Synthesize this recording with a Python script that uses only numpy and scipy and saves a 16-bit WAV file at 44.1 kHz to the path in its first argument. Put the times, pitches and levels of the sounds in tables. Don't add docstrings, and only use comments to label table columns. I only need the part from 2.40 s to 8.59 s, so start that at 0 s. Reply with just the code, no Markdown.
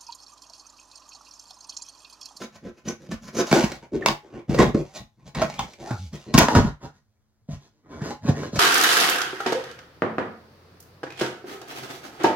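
import sys
import numpy as np
from scipy import signal
from scipy.fft import rfft, irfft, next_fast_len
from scipy.io import wavfile
from scipy.ndimage import uniform_filter1d

SR = 44100
rng = np.random.default_rng(int(sys.argv[2]) if len(sys.argv) > 2 else 0)


def materialize(psi):
    bounded = np.clip(np.atleast_2d(psi).T, -1, 1)
    quanta = np.round(bounded * 32767).astype(np.int16)
    wavfile.write(sys.argv[1], SR, quanta)


N = 272979
TIME = np.arange(N) / SR

# low_hz, high_hz
REGISTERS = [(36, 240), (240, 520), (520, 2400), (2400, 17000)]
# low_hz, high_hz
SNAP_REGISTERS = [(45, 240), (240, 520), (520, 2400), (2400, 8000), (8000, 17000)]

# full_s, hold_s, level_db, boom_db, knock_db, hiss_db
SAWING_STROKES = [(0.02, .03, -42.5, -3.5, 5.5, -1.5), (0.15, .025, -51.5, 1, -11, -3.5),
                  (0.255, 0.042, -49.5, 9.5, 12.5, -10), (0.38, .02, -57.5, -10, 2.5, -5.5),
                  (0.485, .025, -38.5, 6.5, 9.5, -2), (0.62, .05, -56, 6, 8.5, -4),
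                  (0.725, .02, -43.5, 13.5, 1, -5), (0.84, .02, -52.5, 9, 1, 1),
                  (0.885, 0.0046, -44, 4, 0.5, -2.5), (0.965, .02, -37, 1, 6, -0.5),
                  (1.0, .015, -25.5, -6, 7.5, -4.5), (1.08, .025, -35.5, -26, -6, -2)]
# full_s, hold_s, level_db, boom_db, knock_db, hiss_db
SLITTING_STROKES = [(1.14, 0.066, -21.5, -13, 3.5, -8), (1.235, 0.0069, -26.5, -4, -0.5, -8),
                    (1.285, 0.074, -42.5, -0.5, 0.5, -5), (1.435, 0.0033, -46, -1, 1, -13),
                    (1.548, 0.012, -40.5, 8.5, 20.5, -10), (1.615, 0.062, -41, -1, 9.5, -19),
                    (1.695, 0.0062, -27, -1, 2, -10.5), (1.84, 0.09, -56, -8, 6.5, -12.5),
                    (1.945, 0.054, -45.5, 1.5, 9, -17.5), (2.11, .07, -36, 10.5, 9.5, -11),
                    (2.2, 0.028, -19, 3.5, 6.5, -13), (2.26, 0.032, -33, 9, 6, -14.5),
                    (2.36, 0.049, -41.5, 14.5, 17.5, -8.5), (2.45, 0.075, -53.5, -6, -13, -6.5),
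                    (2.56, 0.015, -39, -12, -7, -1), (2.61, 0.01, -58, 18.5, 5, -5.5),
                    (2.8, 0.039, -64.5, 11.5, -5, -11), (2.875, 0.0034, -48.5, 7, -4.5, -3.5),
                    (2.975, 0.076, -29.5, 2, 0.5, -13.5), (3.095, 0.082, -45, 0.5, -13, -5.5),
                    (3.205, 0.039, -42, 7, -6.5, -6.5), (3.28, .06, -53.5, -8, 0.5, -2),
                    (3.405, 0.063, -47, 1, 6.5, -5.5), (3.47, 0.079, -47, -13, 5, -1),
                    (3.58, 0.095, -60, 5.5, -6, 8.5), (3.745, 0.015, -46, 8.5, 7, -2),
                    (3.8, 0.066, -55.5, -11, -19, -0.5), (3.885, 0.028, -50, 10, 14, -7)]
# full_s, hold_s, level_db, boom_db, knock_db, hiss_db
FLAP_STROKES = [(3.968, .012, -27, 0, -2, -10.5), (4.0, 0.027, -15.5, -6.5, -2.5, -11.5),
                (4.105, 0.028, -33, -13, 7.5, -6.5), (4.17, 0.013, -18.5, 5.5, 3.5, -14.5),
                (4.23, 0.052, -34.5, 10, 1, -14), (4.44, 0.014, -41, 0.5, 0.5, -13),
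                (4.55, .03, -66, 6, -3, -5), (5.12, 0.023, -50, 15.5, -0.5, -3.5),
                (5.22, .05, -63, -2.5, 1, -2.5), (5.34, 0.067, -77, -3, 7, -5),
                (5.46, 0.028, -60.5, 1, 5.5, -19), (5.52, 0.11, -45.5, 0.5, 5, -14),
                (5.645, 0.075, -38, -5, 4, -8.5), (5.85, 0.03, -43.5, 16, -2, -10.5),
                (5.885, 0.011, -30, 11.5, 7, -12), (5.97, 0.1, -39.5, 5, 7, -7),
                (6.155, .04, -37.5, 13.5, 4, -4)]
# start_s, level_db, boom_db, knock_db, hiss_db, ring_hz, crackle_s
SNAPS = [(0.017, -38.5, -29, -23, -8, 1340, 0.0083), (0.483, -39, -5, 4, -6, 1080, 0.0037),
         (0.69, -62.5, 17, 24, 0, 880, 0.0029), (0.713, -33.5, -5, 1.5, -7, 1770, 0.011),
         (1.113, -22.5, 3, 1, -7.5, 2240, 0.0059), (1.127, -13.5, -2.5, -0.5, -12.5, 2370, 0.0011),
         (1.149, -27, -18, 8.5, -8.5, 654, 0.036), (1.157, -26, -4, 8.5, -10, 345, 0.0053),
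         (1.238, -30.5, 16, -19, -4.5, 555, 0.0049), (1.317, -40.5, -25, 5.5, 1.5, 576, .004),
         (1.535, -59, 12, 15, -15, 324, .008), (1.66, -13, -14, -20, -9, 2295, .002),
         (1.685, -21, -10, -11.5, -4.5, 1100, 0.0011), (2.093, -39.5, 21, 9.5, -6, 345, 0.0087),
         (2.144, -31, 1, 10.5, -7.5, 530, .005), (2.186, -17.5, 0.5, 5.5, -11, 1025, 0.01),
         (2.203, -36, 23, 5, -4, 620, 0.0056), (2.223, -21, -15, -8, -16, 606, 0.0085),
         (2.345, -31.5, 15.5, 13, -15, 332, 0.0048), (2.948, -33, -26, -18, -6, 2310, 0.0058),
         (3.016, -19, -33, -5, -14, 623, 0.0075), (3.099, -38, -12, -21, -6, 840, .0015),
         (3.14, -46, -6, -5, -1, 770, 0.0034), (3.191, -27, -12, -22, -7.5, 810, 0.0041),
         (3.333, -61.5, -10, -1, 9.5, 2336, 0.0043), (3.507, -29.5, 3, 1.5, -15, 760, .006),
         (3.727, -50.5, 13.5, 0.5, 0, 1030, 0.02), (3.939, -24.5, 8.5, 5.5, 0.5, 1070, 0.0083),
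         (3.947, -22, 14.5, 7.5, -15.5, 1060, 0.0079), (3.977, -15.5, 2.5, 5.5, 0, 864, .008),
         (3.985, -16.5, -6.5, -11.5, -4.5, 1080, 0.0033), (4.084, -14.5, -28.5, -3, -17.5, 923, .002),
         (4.15, -15.5, 4.5, -5, -14, 1220, 0.0041), (4.157, -18, -1.5, 7, -14, 925, 0.0074),
         (4.248, -43, 25, -12, -12, 945, 0.0023), (5.087, -54, 26.5, 14, -12, 670, 0.0077),
         (5.616, -38, 12.5, -4, -13.5, 960, 0.008), (5.706, -34, -6, -9, -14, 816, .003),
         (5.848, -45.5, 19, -7, -20, 660, 0.0058), (5.889, -39.5, 23.5, 8, -3, 590, 0.0056),
         (6.032, -33.5, -9, 5, -16.5, 570, 0.0021), (6.13, -56.5, 31, 26, -2, 950, 0.0021),
         (6.156, -32.5, 7, 5.5, -1.5, 594, 0.015)]
# time_s, slips_per_s, level_db
JUDDER = [(3.507, 117, -47), (3.518, 133, -24.5), (3.549, 105, -29), (3.575, 86, -47), (3.60, 87, -36),
          (3.64, 99, -33.5), (3.68, 72, -40), (3.72, 82, -52)]
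# centre_s, half_length_s, pitch_hz, width_hz, level_db
SQUEAKS = [(0.487, 0.0044, 6120, 600, -31.5), (0.99, 0.014, 6080, 900, -30.5),
           (1.625, 0.0024, 1790, 260, -33.5), (3.197, 0.0075, 3300, 305, -33.5),
           (3.201, 0.0081, 840, 120, -32), (3.483, 0.043, 730, 181, -41), (3.523, 0.028, 1360, 247, -44),
           (4.123, 0.028, 878, 194, -29), (5.111, 0.014, 654, 45, -45), (5.544, 0.017, 1433, 199.8, -53.5),
           (5.615, 0.0072, 1600, 350, -45.5), (5.706, 0.0015, 7540, 700, -43)]

# pitch_hz, level_db
SAW_COLOUR = [(15, -53), (25, -25.5), (64, -23.5), (216, -8.5), (307, -14), (351, -4), (402, -14),
              (541, -11), (789, -22), (2200, -25), (4550, -20.5), (6290, -17.5), (8470, -37.5),
              (9950, -31.5), (15700, -42.5)]
# pitch_hz, level_db
SLIT_COLOUR = [(15, -45.5), (25, -21), (76, -16), (140, -4.5), (291, -12.5), (342, -3.5), (448, -11.5),
               (619, -14), (879, -21.5), (1060, -21.5), (1280, -29), (1720, -28), (6290, -24),
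               (8020, -34.5), (15700, -44.5)]
# pitch_hz, level_db
FLAP_COLOUR = [(15, -58.5), (25, -15), (148, 1), (199, -7.5), (307, -9.5), (342, -13.5), (413, -10),
               (486, -13.5), (708, -16.5), (1010, -17.5), (1820, -24.5), (2320, -34), (6460, -31),
               (8240, -45), (15700, -57)]
# pitch_hz, level_db
SNAP_COLOUR = [(15, -53.5), (25, -18.5), (70, -22.5), (144, -1.5), (179, -2), (342, -6), (402, -10.5),
               (653, -8), (708, -10.5), (1030, -11), (1350, -12), (3040, -31.5), (5500, -29.5), (8700, -41),
               (15700, -49)]
# pitch_hz, width_hz, lift_db
BOX_MODES = [(111, 5.3, 0), (146.3, 15, 5.5), (220, 48, 2.5), (348, 33, 6.5), (534, 78, -3), (677, 14, 5),
             (840, 7.7, 6), (1030, 78, 3.5), (1115, 16, -0.5), (1490, 130, 3), (1880, 31, 4), (2254, 50, 6),
             (3390, 35, -0.5), (4900, 67, 5), (7160, 1400, 2.5)]

# pitch_hz, t60_s
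ROOM_T60 = [(100, 0.13), (500, 0.16), (2000, 0.23), (6000, 0.19), (15000, 0.22)]
# pitch_hz, level_db
ECHO_LEVEL = [(60, 7.5), (130, -17), (400, -8.5), (1200, -1), (4000, -1.5), (7000, -4.5), (9500, -8.5),
              (14000, -1.5)]
# pitch_hz, correlation
ECHO_LIKENESS = [(60, 0.45), (130, 0.55), (400, 0.29), (1000, 0.4), (2200, -0.14), (5000, -0.18),
                 (14000, 0.85)]
# pitch_hz, level_db
AIR_COLOUR = [(15, -41), (25, -6.5), (70, 0), (107, 9.5), (170, -13.5), (216, -8), (241, -10.5),
              (371, -13.5), (1630, -22.5), (2960, -40), (15700, -35.5)]
# pitch_hz, level_db
HUM = [(107.7, -89.5), (145.3, -87.5), (215.3, -78.5)]

AIR_DB = -69.5
TAPE_BELOW_EDGE_DB = 15.5
BURST_S, BURST_SPREAD_S, BURST_NOISE_DB = 3.988, 0.0029, -12.5
THIN_S, THIN_LOW_HZ = 5.9, 98
PAN_DB = -0.55
CUTOFF_HZ = 16000


def from_db(db):
    return 10 ** (np.asarray(db) / 20)


def at_hz(points, hz):
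    points = np.array(points)
    return np.interp(np.log(np.maximum(hz, 1)), np.log(points[:, 0]), points[:, 1])


def gate(s, fade_s):
    return np.interp(TIME, [s[0] - fade_s, s[0], s[-1], s[-1] + fade_s], [0, 1, 1, 0])


def drift(per_s):
    return np.interp(TIME * per_s, np.arange(1000), rng.standard_normal(1000))


def resonate(x, hz, width_hz):
    r = np.exp(-np.pi * width_hz / SR)
    feedback = [1, -2 * r * np.cos(2 * np.pi * hz / SR), r * r]
    return signal.lfilter(np.array([1, 0, -1]) * (1 - r * r) / 2, feedback, x)


def two_ears(mid, side, alike):
    alike = np.clip(alike, -.99, .99)
    middle = np.sqrt(1 + alike) * mid
    width = np.sqrt(1 - alike) * side * np.array([[1], [-1]])
    return (middle + width) / np.sqrt(2)


def room_tone(alike):
    size = next_fast_len(N, True)
    hz = np.arange(size // 2 + 1) * SR / size
    white = rfft(rng.standard_normal((2, size)))
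    air = irfft(white * from_db(at_hz(AIR_COLOUR, hz)), size)[:, :N]
    hum = sum(np.sqrt(2) * from_db(db) * np.sin(2 * np.pi * f * TIME) for f, db in HUM)
    return from_db(AIR_DB) * two_ears(*air / np.std(air), alike) + hum


def room(lag_s, build_s=0.0022, size=16384):
    t, hz = np.arange(size) / SR, np.arange(size // 2 + 1) * SR / size
    white = rfft(rng.standard_normal((2, size)))
    edges = np.geomspace(25, 20000, 19)
    arrival_s = np.array([[lag_s], [0]]) + 16 / SR
    out = irfft(np.exp(-2j * np.pi * hz * arrival_s))
    for low, high in zip(edges, edges[1:]):
        centre = np.sqrt(low * high)
        decay = from_db(-60 * t / at_hz(ROOM_T60, centre))
        build = 1 - np.exp(-t / build_s)
        tail = irfft(white * ((hz >= low) & (hz < high))) * decay * build
        tail *= np.sqrt(2 * (high - low) / SR / np.sum(tail ** 2, axis=1, keepdims=True))
        out += from_db(at_hz(ECHO_LEVEL, centre)) * two_ears(*tail, at_hz(ECHO_LIKENESS, centre))
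    return out


def box_responses(colour, space, registers=REGISTERS, size=16384):
    hz = np.arange(size // 2 + 1) * SR / size
    modes_db = sum(lift / (1 + (2 * (hz - f) / width) ** 2) for f, width, lift in BOX_MODES)
    shape_db = at_hz(colour, hz) + modes_db
    cepstrum = irfft(np.log(from_db(shape_db)))
    ring = irfft(np.exp(rfft(2 * cepstrum[:size // 2], size)))
    heard = signal.fftconvolve(space, ring[None], axes=1)[:, :size]
    parts = [signal.sosfilt(signal.butter(3, band, "band", fs=SR, output="sos"), heard)
             for band in registers]
    return [part / np.sqrt(np.sum(part.mean(axis=0) ** 2)) for part in parts]


def sound_of(forces, responses):
    return sum(signal.oaconvolve(force[None], response, axes=1)[:, :N]
               for force, response in zip(forces, responses))


def stick_slip(per_s, spread_db, even_s, smooth, patchy_db):
    sizes = from_db(spread_db * np.minimum(rng.exponential(1, N), 5)) * rng.choice([-1, 1], N)
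    clicks = sizes * (rng.random(N) < per_s / SR)
    force = clicks / np.std(clicks) + smooth * rng.standard_normal(N)
    pitches = np.geomspace(560, 4200, 24) * rng.uniform(.97, 1.03, 24)
    swells = sum((from_db(patchy_db * drift(per_s=22)) - 1) * resonate(force, hz, 0.047 * hz)
                 for hz in pitches)
    force = force + swells
    return force / np.sqrt(uniform_filter1d(force ** 2, max(int(even_s * SR), 8)) + 1e-9)


def pressure_of(strokes, attack_s, sag_db_per_s, release_db_per_s, resting_db, lead_s, hiss_faster):
    resting = from_db(resting_db) * gate([strokes[0][0], strokes[-1][0]], fade_s=0.04)
    power = np.tile(resting ** 2, (4, 1))
    lead = lead_s * np.array([[1], [.5], [0], [0]])
    release = release_db_per_s * np.array([[1], [1], [1], [hiss_faster]])
    for s, hold_s, db, boom_db, knock_db, hiss_db in strokes:
        near = np.abs(TIME - s) < .5
        age = TIME[near] - s + lead
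        swell = np.clip(1 + age / attack_s, 0, 1) ** 2
        fall_db = sag_db_per_s * np.maximum(age, 0) + release * np.maximum(age - hold_s, 0)
        levels_db = db + np.array([[boom_db], [knock_db], [0], [hiss_db]])
        power[:, near] += (swell * from_db(levels_db - fall_db)) ** 2
    return np.sqrt(power)


def scrape(pressure, slips, responses, trim_db, steady_s=0.069):
    swings = [signal.oaconvolve(slips, response.mean(axis=0))[:N] for response in responses]
    power = uniform_filter1d(np.square(swings), max(int(steady_s * SR), 8), axis=1)
    evened = slips / np.sqrt((np.abs(power) + .1) / 1.1)
    return sound_of(pressure * from_db(trim_db)[:, None] * evened, responses)


def sawing():
    slips = stick_slip(per_s=2400, spread_db=3.0, even_s=0.034, smooth=0.5, patchy_db=4)
    slips = slips * from_db(1.6 * drift(per_s=140))
    push = pressure_of(SAWING_STROKES, attack_s=0.05, sag_db_per_s=57, release_db_per_s=475,
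                       resting_db=-76.5, lead_s=0.012, hiss_faster=2.7)
    box = box_responses(SAW_COLOUR, room(lag_s=.00001))
    return scrape(push, slips, box, trim_db=[0.85, .5, 0.03, -0.35])


def snaps(trim_db, crackle, ring_db, ring_width_hz, typical_s=0.0021, size=4096):
    spots = [box_responses(SNAP_COLOUR, room(lag_s=lag), SNAP_REGISTERS)
             for lag in (.00002, .00004, .00006)]
    out, t = np.zeros((2, N)), np.arange(size) / SR
    for k, (snap, fibres) in enumerate(zip(SNAPS, rng.standard_normal((len(SNAPS), size)))):
        s, level_db, boom_db, knock_db, hiss_db, ring_hz, length_s = snap
        levels = level_db + np.array([boom_db, knock_db, 0, hiss_db, hiss_db - TAPE_BELOW_EDGE_DB])
        age = t / length_s
        burst = fibres * np.sqrt(age) * np.exp(-1.5 * age)
        burst /= np.linalg.norm(burst)
        start = round(s * SR)
        for response, db, trim, share in zip(spots[k % len(spots)], levels, trim_db, crackle):
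            torn = share * np.sqrt(length_s / typical_s)
            force = ((t == 0) + torn * burst) / np.hypot(1, torn)
            force = force + from_db(ring_db) * resonate(force, ring_hz, ring_width_hz)
            hit = signal.fftconvolve(force[None], response, axes=1)[:, :N - start]
            out[:, start:start + hit.shape[1]] += from_db(db + trim) * hit
    return out


def squeaks(trim_db):
    space = room(lag_s=.00004)
    out = np.zeros(N)
    for s, half_s, hz, width_hz, db in SQUEAKS:
        tone = resonate(resonate(rng.standard_normal(N), hz, width_hz), hz, width_hz)
        swell = np.exp(-.5 * ((TIME - s) / half_s) ** 2)
        out += from_db(db + trim_db) * swell * tone / np.std(tone)
    return sound_of([out], [space / np.linalg.norm(space.mean(axis=0))])


def slitting():
    slips = stick_slip(per_s=1000, spread_db=2.5, even_s=0.018, smooth=0.27, patchy_db=5.5)
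    push = pressure_of(SLITTING_STROKES, attack_s=0.039, sag_db_per_s=44.5, release_db_per_s=370.5,
                       resting_db=-83, lead_s=.008, hiss_faster=1.3)
    box = box_responses(SLIT_COLOUR, room(lag_s=.00003))
    return scrape(push, slips, box, trim_db=[.3, 0.4, -.3, -0.42])


def judder(overtone_db, fade_s):
    s, hz, db = np.transpose(JUDDER)
    phase = 2 * np.pi * np.cumsum(np.interp(TIME, s, hz)) / SR
    wave = sum(from_db(overtone_db * k) * np.sin((k + 1) * phase) for k in range(3))
    return np.sqrt(2) * wave * gate(s, fade_s) * from_db(np.interp(TIME, s, db))


def flaps():
    slips = stick_slip(per_s=1100, spread_db=3.0, even_s=0.0094, smooth=0.27, patchy_db=5.0)
    push = pressure_of(FLAP_STROKES, attack_s=0.052, sag_db_per_s=29.5, release_db_per_s=352,
                       resting_db=-87.5, lead_s=.003, hiss_faster=1.2)
    box = box_responses(FLAP_COLOUR, room(lag_s=.00008))
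    return scrape(push, slips, box, trim_db=[.6, 0.39, -0.2, -.3])


def overload_burst(low_hz, alike):
    bright = signal.butter(2, low_hz, "high", fs=SR, output="sos")
    noise = signal.sosfilt(bright, rng.standard_normal((2, N)))
    swell = np.exp(-.5 * ((TIME - BURST_S) / BURST_SPREAD_S) ** 2)
    return from_db(BURST_NOISE_DB) * swell * two_ears(*noise, alike)


def thin_bass(box):
    thin = signal.sosfilt(signal.butter(3, THIN_LOW_HZ, "high", fs=SR, output="sos"), box)
    thinned = gate([THIN_S, TIME[-1]], fade_s=.1)
    return box + thinned * (thin - box)


def scene():
    hits = snaps(trim_db=[27.5, 25.2, 24.46, 29.1, 29], crackle=[0.35, 0.55, 2.6, 5.3, 1.7],
                 ring_db=9.5, ring_width_hz=53)
    box = thin_bass(sawing() + hits + slitting() + flaps())
    box = box + squeaks(trim_db=-0.5)
    box = box + judder(overtone_db=-13.0, fade_s=0.0025)
    box = box + overload_burst(low_hz=7000, alike=.5)
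    return box * from_db(PAN_DB * np.array([[.5], [-.5]])) + room_tone(alike=0.52)


def record(dry):
    clipped = np.clip(dry, -.95, .95)
    return signal.sosfilt(signal.ellip(10, .2, 70, CUTOFF_HZ, fs=SR, output="sos"), clipped)


dry = scene()
out = record(dry)
materialize(out)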